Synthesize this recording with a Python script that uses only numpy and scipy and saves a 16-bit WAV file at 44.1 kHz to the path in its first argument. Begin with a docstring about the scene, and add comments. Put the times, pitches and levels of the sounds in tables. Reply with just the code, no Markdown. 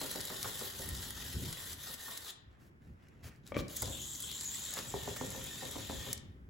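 """Toy robot bug on a table

A toy robot bug walks over a cloth-covered table and pushes against another toy: noisy tooth scrapes make the
rasp of its plastic gears, noise snaps ring its shell, and taps ring the modes of the board.
It stops, a hand knocks it while picking it up, it runs in the air with a thin squeal of the axle (a gliding
resonance), walks again and clicks off. Fabric swishes, a faint dull breathy noise fills the pause, and a
hand-held camera rumbles softly in a small room."""
import sys
import numpy as np
from scipy import signal
from scipy.fft import rfft, irfft, next_fast_len
from scipy.io import wavfile
from scipy.ndimage import uniform_filter1d, map_coordinates

SR = 44100
rng = np.random.default_rng(int(sys.argv[2]) if len(sys.argv) > 2 else 0)


def store_pcm(level_fs):
    """Save levels as 16-bit WAV."""
    pcm = np.round(np.clip(level_fs, -1, 1) * 32767).astype(np.int16)
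    wavfile.write(sys.argv[1], SR, np.atleast_2d(pcm).T)


N = 286297
TIME = np.arange(N) / SR
TOP_HZ = 15900  # nothing sounds above this

# Levels in the tables come before the trims in the functions; spectra and modes give relative levels.

# effort of the gear train, one list a run: (t/s, rasp level/dB, tooth sizzle level/dB)
GEAR_RUNS = [
    [(0.0, -49, -44.5), (0.2, -52.5, -48.5), (0.62, -50.5, -45.5), (0.8, -52.5, -46.5), (1.15, -53, -50),
     (1.7, -54, -48.5), (2.1, -53.5, -48.5), (2.305, -54, -50)],
    [(3.698, -57, -53), (3.8, -56, -51), (4.1, -59.5, -50.5), (4.4, -56, -50.5), (4.6, -54.5, -48),
     (4.79, -52.5, -54), (4.85, -55, -52.5), (4.97, -54.5, -52.5), (5.7, -54, -52.5), (6.121, -53.5, -53.5)],
]
# colour of the gear rasp and of the fine tooth sizzle: (f/Hz, level/dB per Hz)
RASP_COLOUR = [(150, -3.5), (400, 0.5), (700, -3.5), (920, -0.5), (1150, -0.5), (1400, -0.5), (1980, 1.6),
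               (2270, -6), (2650, -4.5), (3100, 2), (4300, 0), (6200, 0), (7300, 2), (8300, -4.5),
               (10000, -56), (16000, -32)]
SIZZLE_COLOUR = [(3000, -40.5), (6000, -40), (7300, -5), (8500, -0.5), (10400, 4.5), (11400, 7),
                 (12400, 3.5), (14500, 3.5), (15800, 0)]
# main body resonance, shifting as the hand grips and turns the toy: (t/s, f/Hz, level/dB)
HOLLOW_BODY = [(0, 3790, -60), (2.3, 3680, -64), (3.75, 3720, -66), (3.97, 3350, -49.5), (4.08, 3670, -61),
               (4.2, 3550, -58.5), (4.31, 3690, -47), (4.42, 3794, -62.5), (4.55, 3530, -55.5),
               (4.72, 3860, -57), (4.85, 3650, -70), (4.97, 3550, -59.5), (5.8, 3610, -60),
               (6.1, 3400, -55)]
# legs ringing along while the toy stands on the table: (t/s, level/dB re rasp)
STANDING_LEGS = [(0, -20), (1.0, -20), (2.3, -14), (3.7, -45), (4.75, -34), (4.95, -10), (5.5, -11.5),
                 (6.1, -11.5)]
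LEG_RING_HZ = 1836
# shell mode, muted until the toy is pulled free of the other: (t/s, level/dB re rasp)
FREE_SHELL = [(3.8, -38), (4.9, -14.5)]
FREE_SHELL_HZ = 2450
# a leg slips free of the other toy and unloads the gears: (t/s, depth/dB)
LEG_SLIPS = [(0.708, 6.5), (0.893, 2), (1.106, 6), (1.335, 4), (1.533, 3), (1.739, 13.5), (1.946, 9),
             (2.178, 9.5)]
SLIP_DROP_S, SLIP_RELOAD_S = 0.012, 0.055  # quick fall of the load, slower rebuild
# gears easing after a footfall: delay, depth, half width
SLACK_AFTER_STEP_S, STEP_SLACK_DB, STEP_SLACK_S = 0.081, 2, 0.013
FULL_STEP_DB = -45  # a footfall that carries the whole toy
# squeals of the dry axle in the air: (t/s, length/s, level/dB, first f/Hz, last f/Hz)
AXLE_SQUEALS = [(3.766, 0.083, -56, 7540, 6800), (3.893, 0.084, -46.5, 7400, 7540),
                (4.005, 0.077, -47, 6900, 6660), (4.072, 0.096, -42, 7660, 7100),
                (4.207, 0.062, -42.5, 7760, 7600), (4.335, 0.14, -46, 6960, 7800),
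                (4.47, 0.11, -43.5, 6860, 7760), (4.606, 0.12, -42.5, 7070, 7900),
                (4.885, 0.028, -47, 7350, 7300)]
SQUEAL_FADE_S = 0.033  # attack and release
# axle rubbing on between squeals, less once the feet carry the toy: (t/s, level/dB)
AXLE_RUB = [(3.762, -46), (3.93, -48), (4.3, -48.5), (4.77, -44.5), (4.86, -53.5), (5.25, -48.5),
            (5.5, -53), (6.121, -53)]
AXLE_RUB_HZ = 7090
# feet and body knocking on the table:
# (t/s, peak level/dB, scuff level/dB, chatter level/dB, second foot delay/s, its level/dB re the first)
FOOT_TAPS = [(0.012, -37.5, -2, -22.5, 0.013, -4), (0.151, -37, 0, -22.5, 0.01, 0),
             (0.298, -40.5, 6, -13.5, 0.017, 1), (0.443, -33.5, 7, -24, 0.013, 2.5),
             (0.609, -36.5, 2, -25, 0.008, 0), (0.794, -44, -2, -22, 0.01, 1),
             (1.895, -49.5, 3, -29, 0.011, 3), (2.08, -51.5, 18, -31, 0.0078, -1),
             (3.821, -37, 4, -26, 0.008, -0.5), (3.874, -41.5, -16, -21.5, 0.007, -1),
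             (4.769, -36.5, 9, -26, 0.017, 5.5), (4.938, -29.5, -23, -32, 0.007, -16),
             (5.074, -31.5, -8, -31, 0.0069, -15), (5.209, -32, -1, -30.5, 0.012, -10),
             (5.346, -38.5, -6, -25, 0.0093, -6), (5.62, -38, -12, -20.5, 0.009, 3),
             (5.754, -37, 0, -24, 0.011, -1), (5.894, -32.5, 2.5, -29.5, 0.011, -4),
             (6.063, -42.5, -6, -22, 0.0085, -1.5)]
# modes of the table board: (f/Hz, width/Hz, level/dB)
BOARD_MODES = [(173, 123, -10), (270, 77, -3), (404, 29, 2.5), (532.4, 36.5, 3), (621, 92, -3),
               (877, 260, -3.5), (1190, 200, -17)]
# scuff of a foot: (f/Hz, level/dB per Hz)
SCUFF_COLOUR = [(700, -5), (1300, 10.5), (1900, -4.5), (2350, -2), (2800, -8), (4000, -2), (8000, -55)]
# loudest snaps of the plastic legs and the switch: (t/s, shell level/dB, edge level/dB)
PLASTIC_TICKS = [(0.032, -43, -45.5), (0.1127, -56, -33.5), (0.157, -38.5, -48), (0.2043, -38, -47),
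                 (0.2107, -38, -41.5), (0.24, -46, -50), (0.2515, -43, -35), (0.272, -44, -49),
                 (0.428, -35, -35.5), (0.592, -44.5, -39), (0.8887, -55.5, -34), (0.95, -46, -55),
                 (1.0271, -43, -52), (1.1048, -48, -38), (1.526, -38.5, -42), (1.7296, -44, -43),
                 (1.939, -51, -37.5), (2.1739, -39.5, -40), (2.28, -50, -52), (3.0842, -66, -71),
                 (3.359, -68.5, -80), (3.465, -59, -59.5), (3.4746, -51, -56), (3.483, -62, -67),
                 (3.681, -46, -65), (3.762, -52, -37), (3.766, -41, -32.5), (3.769, -42, -35),
                 (3.8056, -46, -48.5), (3.82, -38, -27), (3.827, -37, -37), (3.8556, -40, -50),
                 (4.1497, -41.5, -58), (4.203, -48, -34.5), (4.2221, -44.5, -40), (4.313, -41.5, -41),
                 (4.409, -38.5, -39.5), (4.4453, -44, -44), (4.5448, -43, -45), (4.652, -53, -42),
                 (4.7057, -52, -38), (4.737, -41, -34), (4.788, -38, -59), (5.033, -49.5, -39),
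                 (5.167, -55, -44), (5.303, -58, -36.5), (5.441, -52, -37), (5.7108, -53, -36.5),
                 (6.129, -34.5, -27.5), (6.1763, -46, -62)]
# modes of the plastic shell: (f/Hz, width/Hz, level/dB)
SHELL_MODES = [(2070, 190, -7), (3300, 255, -34.5), (3860, 300, -3), (4830, 1100, -3.5)]
# shell scraping against fingers and the other toy: (t/s, length/s, level/dB)
SHELL_SCRAPES = [(2.27, 0.034, -50.5), (3.43, 0.024, -77), (3.455, 0.04, -68), (3.541, 0.03, -57),
                 (3.575, 0.046, -51.5), (3.82, 0.075, -53)]
# modes of the scraped shell: (f/Hz, width/Hz, level/dB)
SCRAPED_MODES = [(3320, 710, 1), (4040, 520, 2.5), (5400, 1200, -4.5), (7400, 1200, -8)]
# hand bumping the toy against the table: (t/s, peak level/dB, hard upper modes level/dB re peak)
HAND_BUMPS = [(3.52, -32.5, 3.5), (3.544, -46, 18), (3.551, -40, 5), (3.56, -39, 10), (3.5665, -23, 0),
              (3.591, -36.5, 1), (3.606, -42, -11)]
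# low and hard upper modes of a bump: (f/Hz, width/Hz, level/dB)
THUMP_MODES = [(200, 65, 1), (288, 127, 1), (563, 56, 10.5), (1170, 38, -1)]
CLACK_MODES = [(915, 250, -12), (1400, 400, -7), (1920, 350, -3), (2320, 125, 6), (3320, 330, -7.5)]
# sleeve, fingers and feet brushing over the cloth: (t/s, length/s, level/dB)
CLOTH_BRUSHES = [(2.58, 0.125, -71.5), (2.81, 0.089, -79), (3.018, 0.03, -77), (3.224, 0.078, -54.5),
                 (3.282, 0.12, -75), (3.446, 0.083, -61), (3.563, 0.057, -48.5), (4.752, 0.058, -44),
                 (5.16, 0.016, -41.5)]
# swish of fabric: (f/Hz, level/dB per Hz)
CLOTH_COLOUR = [(290, -32), (500, -2), (737, -1.5), (827, -8), (1060, -4.5), (1770, -0.5), (2760, -7),
                (15500, -8)]
# faint dull breathy noise in the pause: (t/s, level/dB)
PAUSE_NOISE = [(2.45, -86), (2.52, -70), (2.66, -74), (2.73, -104), (2.78, -99), (2.82, -68), (2.98, -79),
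               (3.06, -67), (3.2, -68.5), (3.33, -65), (3.42, -85)]
# colour of the breathy noise: (f/Hz, level/dB per Hz)
PAUSE_COLOUR = [(200, 9), (700, 0.5), (1200, -3), (1900, 0), (2700, -3.5), (3400, -12), (8000, -17.5),
                (15000, -25)]
# steady unrest of the camera in the hand: (t/s, rumble level/dB, rub level/dB)
CAMERA_UNREST = [(0.0, -56, -54), (0.7, -59.5, -58), (1.1, -49.5, -52.5), (1.75, -59, -54.5),
                 (2.3, -66, -67), (2.55, -64, -61), (3.45, -61, -59.5), (4.0, -52.5, -51.5),
                 (4.25, -57.5, -57.5), (4.75, -60.5, -54), (5.0, -51.5, -49.5), (5.6, -54.5, -51),
                 (6.15, -48.5, -55.5), (6.25, -54.5, -56), (6.49, -52, -56.5)]
# camera jostled: (t/s, half width/s, rumble level/dB, rub level/dB)
CAMERA_JOSTLES = [(0.91, 0.084, -41, -47.5), (1.365, 0.021, -36.5, -42), (1.43, 0.091, -44, -42),
                  (1.73, 0.073, -53, -73), (2.5, 0.047, -55.5, -73), (2.901, 0.051, -47.5, -54),
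                  (3.27, 0.044, -50.5, -52), (3.605, 0.074, -41.5, -39.5), (3.87, 0.052, -41.5, -43.5),
                  (6.0, 0.03, -42, -60.5), (6.09, 0.036, -57, -46.5)]
# colours of rumble, rub and room tone: (f/Hz, level/dB per Hz)
RUMBLE_COLOUR = [(20, -23), (35, -2), (50, 7.5), (72, 13), (105, 9), (150, -33), (300, -73)]
RUB_COLOUR = [(60, -31), (120, -0.5), (160, -5.5), (230, -8.5), (330, -13), (500, -23), (1200, -50.5)]
AIR_COLOUR = [(60, -9.5), (150, -13), (300, -13.5), (600, -16), (2000, -19.5), (4000, -39), (8000, -44),
              (15500, -70)]
# reverberation of the small room: (f/Hz, t60/s)
ROOM_T60 = [(150, 0.48), (600, 0.73), (3000, 0.53), (7000, 0.28), (15000, 0.076)]
# colour difference of the microphone pair: (f/Hz, left minus right level/dB)
PORT_DIFFERENCE = [(200, 0.5), (550, 0.5), (1000, -0.5), (1800, -4), (2500, 1), (3200, 8.5), (4000, 3),
                   (4800, 8), (6000, 4), (7300, 0), (8500, 0)]


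def gears(wheel_hz=42.2, wheel_db=-0.94, catch_db=1.0, uneven_db=0.23, hollow_swing_db=1.0):
    """The teeth rasp through the body; an off-centre wheel presses them together once a turn."""
    wheel = np.sin(2 * np.pi * np.cumsum(wheel_hz * (1 + 0.063 * wobble(6.7))) / SR)
    mesh = teeth(mesh_hz=1284.4, scatter_db=2.5, scrape_s=0.00082, jitter=0.13)
    mesh = mesh * amp(wheel_db * wheel + catch_db * wobble(130))
    mesh = shifting(mesh, patchy_db=2.6)

    flutter_db = 2.6 * wobble(30)
    leg_ring = moving_ring(mesh, LEG_RING_HZ + 16 * wobble(27), half_width_hz=62)
    legs = amp(curves(STANDING_LEGS)[0] + flutter_db) * leg_ring
    shell_ring = moving_ring(mesh, FREE_SHELL_HZ + 60 * wobble(29), half_width_hz=490)
    shell = amp(curves(FREE_SHELL)[0]) * shell_ring
    bursts_db = 1.1 * wobble(110)
    rasp = amp(bursts_db) * (coloured(mesh, RASP_COLOUR) + legs + shell)
    sizzle = coloured(mesh, SIZZLE_COLOUR)

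    centre_hz, hollow_db = curves(HOLLOW_BODY)
    hollow_gain = amp(hollow_db + hollow_swing_db * wobble(23))
    hollow = hollow_gain * moving_ring(mesh, centre_hz + 50 * wobble(25), half_width_hz=590)
    out = np.zeros(N)
    for run in GEAR_RUNS:
        rasp_db, sizzle_db = curves(run)
        out += running(run) * (amp(rasp_db + 2.0) * rasp + amp(sizzle_db) * sizzle + hollow)
    return out * amp(uneven_db * wobble(22) - slack())


def teeth(mesh_hz, scatter_db, scrape_s, jitter):
    """Each meeting of two gear teeth is a tiny scrape of uneven size and timing."""
    turns = np.cumsum(mesh_hz * (1 + .03 * wobble(7))) / SR
    at = np.flatnonzero(np.diff(np.floor(turns)))
    chance = rng.standard_normal((len(at), 2))
    at = np.clip(at + chance[:, 0] * jitter * SR / mesh_hz, 0, N - 1).astype(int)
    blows = np.bincount(at, amp(scatter_db * chance[:, 1]) ** 2, N)
    energy = signal.lfilter([1], [1, -np.exp(-1 / (scrape_s * SR))], blows)
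    return unit(np.sqrt(energy) * rng.standard_normal(N))


def slack():
    """dB by which the gears ease after each footfall (less if light) and when a leg slips free."""
    walking, blocked = 0, 0
    for s, db, *_ in FOOT_TAPS:
        weight = min(amp(db - FULL_STEP_DB), 1)
        walking = walking + weight * swell(s + SLACK_AFTER_STEP_S, STEP_SLACK_S)
    for s, db in LEG_SLIPS:
        drop = np.clip((TIME - s) / SLIP_DROP_S, 0, 1)
        blocked = blocked + db * drop * swell(s, SLIP_RELOAD_S)
    return STEP_SLACK_DB * walking + blocked


def backlash(knock_hz=88, depth_db=1.0):
    """Gain of the mechanism: unloaded in the air, the gears rattle to and fro in their play."""
    turns = np.cumsum(knock_hz * (1 + 0.216 * wobble(60))) / SR
    aloft = np.interp(TIME, [3.76, 3.84, 4.75, 4.8], [0, 1, 1, 0])
    rattle = np.sin(2 * np.pi * turns) + np.sin(4 * np.pi * turns) / 3
    return amp(depth_db * aloft * (rattle - 1.0))


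def axle(half_width_hz=400, gain_db=-4.0, waver_hz=90, rub_half_width_hz=600):
    """Quick uneven slips excite a squeal; each burst glides as the load changes."""
    slips = teeth(mesh_hz=317.5, scatter_db=1.0, scrape_s=0.0011, jitter=0.2)
    waver = waver_hz * wobble(40)
    rub_gain = running(AXLE_RUB) * amp(curves(AXLE_RUB)[0] + 1.2 * wobble(25))
    rub = rub_gain * moving_ring(slips, AXLE_RUB_HZ + waver, rub_half_width_hz)
    level, centre_hz = np.zeros(N), np.full(N, float(AXLE_RUB_HZ))
    for s, length, db, first_hz, last_hz in AXLE_SQUEALS:
        start, end = s - SQUEAL_FADE_S / 2, s + length + SQUEAL_FADE_S / 2
        level += amp(db) * np.clip(np.minimum(TIME - start, end - TIME) / SQUEAL_FADE_S, 0, 1)
        glide_hz = np.interp(TIME, [s, s + length], [first_hz, last_hz])
        centre_hz = np.where(TIME > start, glide_hz, centre_hz)
    squeal = level * shifting(moving_ring(slips, centre_hz + waver, half_width_hz), patchy_db=6.0)
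    return amp(gain_db) * (rub + squeal)


def taps(chatter_t60=0.24, chatter_rise_s=0.0044, chatter_swing_db=3.5, bounce_db=-5, bounce_s=.032,
         place=0.011, thud_db=-15.5):
    """Two feet land and bounce, then the toy chatters; each spot of the table rings a little differently."""
    out, t = np.zeros(N), np.arange(SR // 4) / SR
    for s, db, scuff_db, chatter_db, second_s, second_db in FOOT_TAPS:
        chatter = amp(chatter_db + 4.5 - 60 * t / chatter_t60) * (1 - np.exp(-t / chatter_rise_s))
        chatter *= rng.standard_normal(len(t))
        # the chatter comes in bursts, about one a bounce
        chatter *= amp(chatter_swing_db * np.cos(2 * np.pi * t * rng.uniform(0.89, 1.15) / bounce_s))
        chatter[int(bounce_s * rng.uniform(.75, 1.15) * SR)] += amp(bounce_db)
        blow = softened(chatter, hz=647)
        blow[round(.002 * SR)] += 1
        blow[round((.002 + second_s) * SR)] += amp(second_db)

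        wood = ring(blow, detuned(BOARD_MODES, place))
        thud = ring(blow, [(113.0, 7.9, 0)])
        scuff_shape = amp(-60 * t / 0.044) * (1 - np.exp(-t / 0.0024))
        scuff = coloured(scuff_shape * rng.standard_normal(len(t)), SCUFF_COLOUR)
        for part, level in [(wood, 1), (thud, thud_db), (scuff, scuff_db - 8.0)]:
            add(out, s, amp(db + level) * part / np.abs(part).max())
    return out


def ticks(snap_t60=0.018, rise_s=0.00069, ring_db=1.5):
    """Hard plastic snaps: shell modes, a bright ring and a sharp edge."""
    out, t = np.zeros(N), np.arange(SR // 16) / SR
    since = t - .003  # leaves room for a short fade-in before the snap
    shape = np.where(since < 0, np.exp(-np.abs(since) / rise_s), amp(-60 * np.abs(since) / snap_t60))
    for s, shell_db, edge_db in PLASTIC_TICKS:
        snap = shape * rng.standard_normal(len(t))
        shell = ring(snap, SHELL_MODES)
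        bright = ring(snap, [(8430, 1900, 0)])
        edge = ring(snap, [(9500, 5700, 0.3), (14300, 8300, -1)])
        for part, db in [(shell, shell_db), (bright, shell_db + ring_db), (edge, edge_db)]:
            add(out, s - .002, amp(db - 17.5) * unit(part))
    return out


def scrapes():
    """Plastic rubbing on plastic sticks and slips in a dense crunch that rings the shell."""
    return strokes(SHELL_SCRAPES) * unit(ring(contacts(N, per_s=1100), SCRAPED_MODES))


def bumps(rattle_db=-39, rattle_t60=0.056, grip=0.025, clatter_db=-21, clatter_t60=0.048):
    """Each bump rings a low thump and clatters the loose plastic; the changing grip detunes both."""
    out, t = np.zeros(N), np.arange(SR // 4) / SR
    for s, db, hard_db in HAND_BUMPS:
        blow = amp(rattle_db - 60 * t / rattle_t60) * rng.standard_normal(len(t))
        blow[0] += 1
        clatter = blow + amp(clatter_db - 60 * t / clatter_t60) * contacts(len(t), per_s=700)
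        layers = [(blow, THUMP_MODES, 0), (softened(clatter, hz=4500), CLACK_MODES, hard_db - 9.0)]
        for push, modes, level in layers:
            part = ring(push, detuned(modes, grip))
            add(out, s, amp(db + level) * part / np.abs(part).max())
    return out


def brushes():
    """Short soft swishes of fabric: coloured noise with a finely uneven level."""
    swish = coloured(rng.standard_normal(N) * amp(1.2 * wobble(600)), CLOTH_COLOUR)
    return strokes(CLOTH_BRUSHES) * swish


def pause_noise():
    """A faint dull breathy noise in the pause: noise and sparse grains with a shifting colour."""
    waver_db = 2 * wobble(25)
    grainy = shifting(rng.standard_normal(N) + contacts(N, per_s=500), patchy_db=3.5)
    gain = running(PAUSE_NOISE) * amp(curves(PAUSE_NOISE)[0] + waver_db)
    return gain * coloured(grainy, PAUSE_COLOUR)


def table_echo(x, gain_db=-8, delay_s=0.001703):
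    """The cloth-covered table throws the sound back dully from one side, which widens it."""
    delayed = filtered(x, lambda hz: np.exp(-2j * np.pi * hz * delay_s))
    return amp(gain_db) * np.array([[1], [-1]]) * softened(delayed, hz=4940)


def room(x, count=14):
    """A diffuse tail, different at each microphone, redrawn at regular intervals and crossfaded."""
    out, step = np.zeros((2, N)), N // count + 1
    for start in range(-step, N, step):
        first = max(start, 0)
        piece = x[first:start + 2 * step]
        # overlapping sine windows crossfade one tail into the next
        piece = piece * np.sin(np.pi / 2 * (np.arange(len(piece)) + first - start) / step)
        hz, t, z = signal.stft(rng.standard_normal((2, SR // 2)), SR, nperseg=256)
        decay = amp(-60 * t / along(ROOM_T60, hz)[:, None])
        tail = signal.istft(z * decay, SR, nperseg=256)[1]
        for track, side in zip(out, tail):
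            add(track, first / SR + .004, signal.fftconvolve(piece, side / np.linalg.norm(side)))
    return out


def background(unrest_db=2.0):
    """Rumble of the hand-held camera, swelling when it is jostled, over quiet room tone."""
    rumble, rub = (amp(db + unrest_db * wobble(9.8)) for db in curves(CAMERA_UNREST))
    for s, half_width, rumble_db, rub_db in CAMERA_JOSTLES:
        rumble = np.hypot(rumble, amp(rumble_db) * swell(s, half_width))
        rub = np.hypot(rub, amp(rub_db) * swell(s, half_width))
    camera = rumble * wide_noise(RUMBLE_COLOUR, side_db=-22.5) + rub * wide_noise(RUB_COLOUR, side_db=-10.5)
    air = amp(-75.0 + 0.74 * wobble(5.3)) * wide_noise(AIR_COLOUR, side_db=5.5)
    return amp(-2.5) * camera + air


def amp(db):
    """Decibels to gain."""
    return 10 ** (np.asarray(db) / 20)


def unit(x):
    """Scale to rms 1."""
    return x / np.sqrt(np.mean(x ** 2) + 1e-20)


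def along(points, hz):
    """(f/Hz, value) points read on a log axis."""
    f, v = np.transpose(points)
    return np.interp(np.log(hz + 1), np.log(f), v)


def curves(rows):
    """One value per sample for each column after the time."""
    s, *cols = np.transpose(rows)
    return [np.interp(TIME, s, c) for c in cols]


def running(rows, fade=0.016):
    """1 from the first row to the last, with short fades."""
    first, last = rows[0][0], rows[-1][0]
    return np.interp(TIME, [first - fade, first, last, last + fade], [0, 1, 1, 0])


def strokes(rows):
    """Gain of (t/s, length/s, level/dB) strokes that rise, hold and fall."""
    gain = np.zeros(N)
    for s, length, db in rows:
        corners = [s, s + length / 4, s + length * 3 / 4, s + length]
        gain += amp(db) * np.interp(TIME, corners, [0, 1, 1, 0])
    return gain


def swell(s, half_width):
    """A bell of height 1 around time s, down to 1/e at the half width."""
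    return np.exp(-((TIME - s) / half_width) ** 2)


def wobble(rate):
    """A smooth random curve, rate knots a second."""
    return map_coordinates(rng.standard_normal(int(N * rate / SR) + 4), [TIME * rate])


def contacts(size, per_s):
    """Tiny contacts of uneven strength at random moments, at rms 1."""
    return unit((rng.random(size) < per_s / SR) * rng.standard_normal(size))


def filtered(x, response):
    """x times a complex response of frequency."""
    n = x.shape[-1]
    m = next_fast_len(n + 8192)  # spare room keeps the end from wrapping onto the start
    return irfft(rfft(x, m) * response(np.fft.rfftfreq(m, 1 / SR)), m)[..., :n]


def coloured(x, spectrum):
    """x shaped by (f/Hz, level/dB) points, at rms 1."""
    return unit(filtered(x, lambda hz: amp(along(spectrum, hz))))


def softened(x, hz):
    """A soft contact: two-pole low-pass."""
    return filtered(x, lambda f: 1 / (1 + 1j * f / hz) ** 2)


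def ring(x, modes):
    """x through (f/Hz, width/Hz, level/dB) resonances of alternating polarity."""
    def response(f):
        total = 0
        for k, (centre, width, db) in enumerate(modes):
            damping = 1j * f * width
            total = total + (-1) ** k * amp(db) * damping / (centre * centre - f * f + damping)
        return total
    return filtered(x, response)


def detuned(modes, spread):
    """The modes as one blow finds them: each slightly moved, and louder or softer by chance."""
    return [(hz * (1 + spread * rng.uniform(-1.15, 1)), width, db + 2 * rng.standard_normal())
            for hz, width, db in modes]


def moving_ring(x, centre_hz, half_width_hz):
    """A noisy excitation x narrowed to a band around a gliding centre, at rms 1."""
    turn = np.exp(2j * np.pi * np.cumsum(centre_hz) / SR)
    pole = np.exp(-2 * np.pi * half_width_hz / SR)
    # shift the centre down to 0 Hz, low-pass there, shift back up
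    return unit(np.real(turn * signal.lfilter([1], np.poly([pole, pole]), x / turn)))


def shifting(x, patchy_db):
    """Small patches of the spectrum swell and fade at random."""
    z = signal.stft(x, nperseg=512)[2]
    field = uniform_filter1d(rng.standard_normal(z.shape), size=3, axis=0)
    field = uniform_filter1d(field, size=7, axis=1)
    return unit(signal.istft(z * amp(patchy_db * unit(field)), nperseg=512)[1][:N])


def wide_noise(spectrum, side_db):
    """Stereo noise: a mid of rms about 1 and an independent side at side_db relative to it."""
    mid, side = coloured(rng.standard_normal((2, N)), spectrum)
    return np.array([mid + amp(side_db) * side, mid - amp(side_db) * side])


def add(track, s, sound):
    """Mix a sound in at time s."""
    part = track[max(round(s * SR), 0):][:len(sound)]
    part += sound[:len(part)]


def scene():
    """Toy and hand are close in front of the camera; the room answers softly."""
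    motor = (gears() + axle()) * backlash()
    knocks = taps()
    details = ticks() + brushes() + pause_noise() + scrapes()
    grab = bumps()
    echo = room(amp(-5) * motor + amp(-9.0) * knocks + amp(-8.0) * grab + amp(-10.5) * details)
    grab_on_left = grab * amp([[2.5], [-2.5]])
    return motor + knocks + details + grab_on_left + table_echo(motor + knocks) + echo + background()


def record(dry, treble_side_db=-2):
    """The two microphones differ in colour; the treble is slightly narrowed and lags on the left."""
    mid = dry.mean(0)
    side = filtered((dry[0] - dry[1]) / 2, lambda hz: amp(treble_side_db * np.clip(hz / 6800, 0, 1) ** 4))
    lag = lambda hz: np.exp(-2j * np.pi * np.maximum(hz - 6900, 0) * .000235)  # seconds, above 6900 Hz
    left = filtered(mid + side, lambda hz: amp(along(PORT_DIFFERENCE, hz) / 2) * lag(hz))
    right = filtered(mid - side, lambda hz: amp(-along(PORT_DIFFERENCE, hz) / 2))
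    return filtered(np.array([left, right]), lambda hz: hz < TOP_HZ)


dry = scene()
out = record(dry)
store_pcm(out)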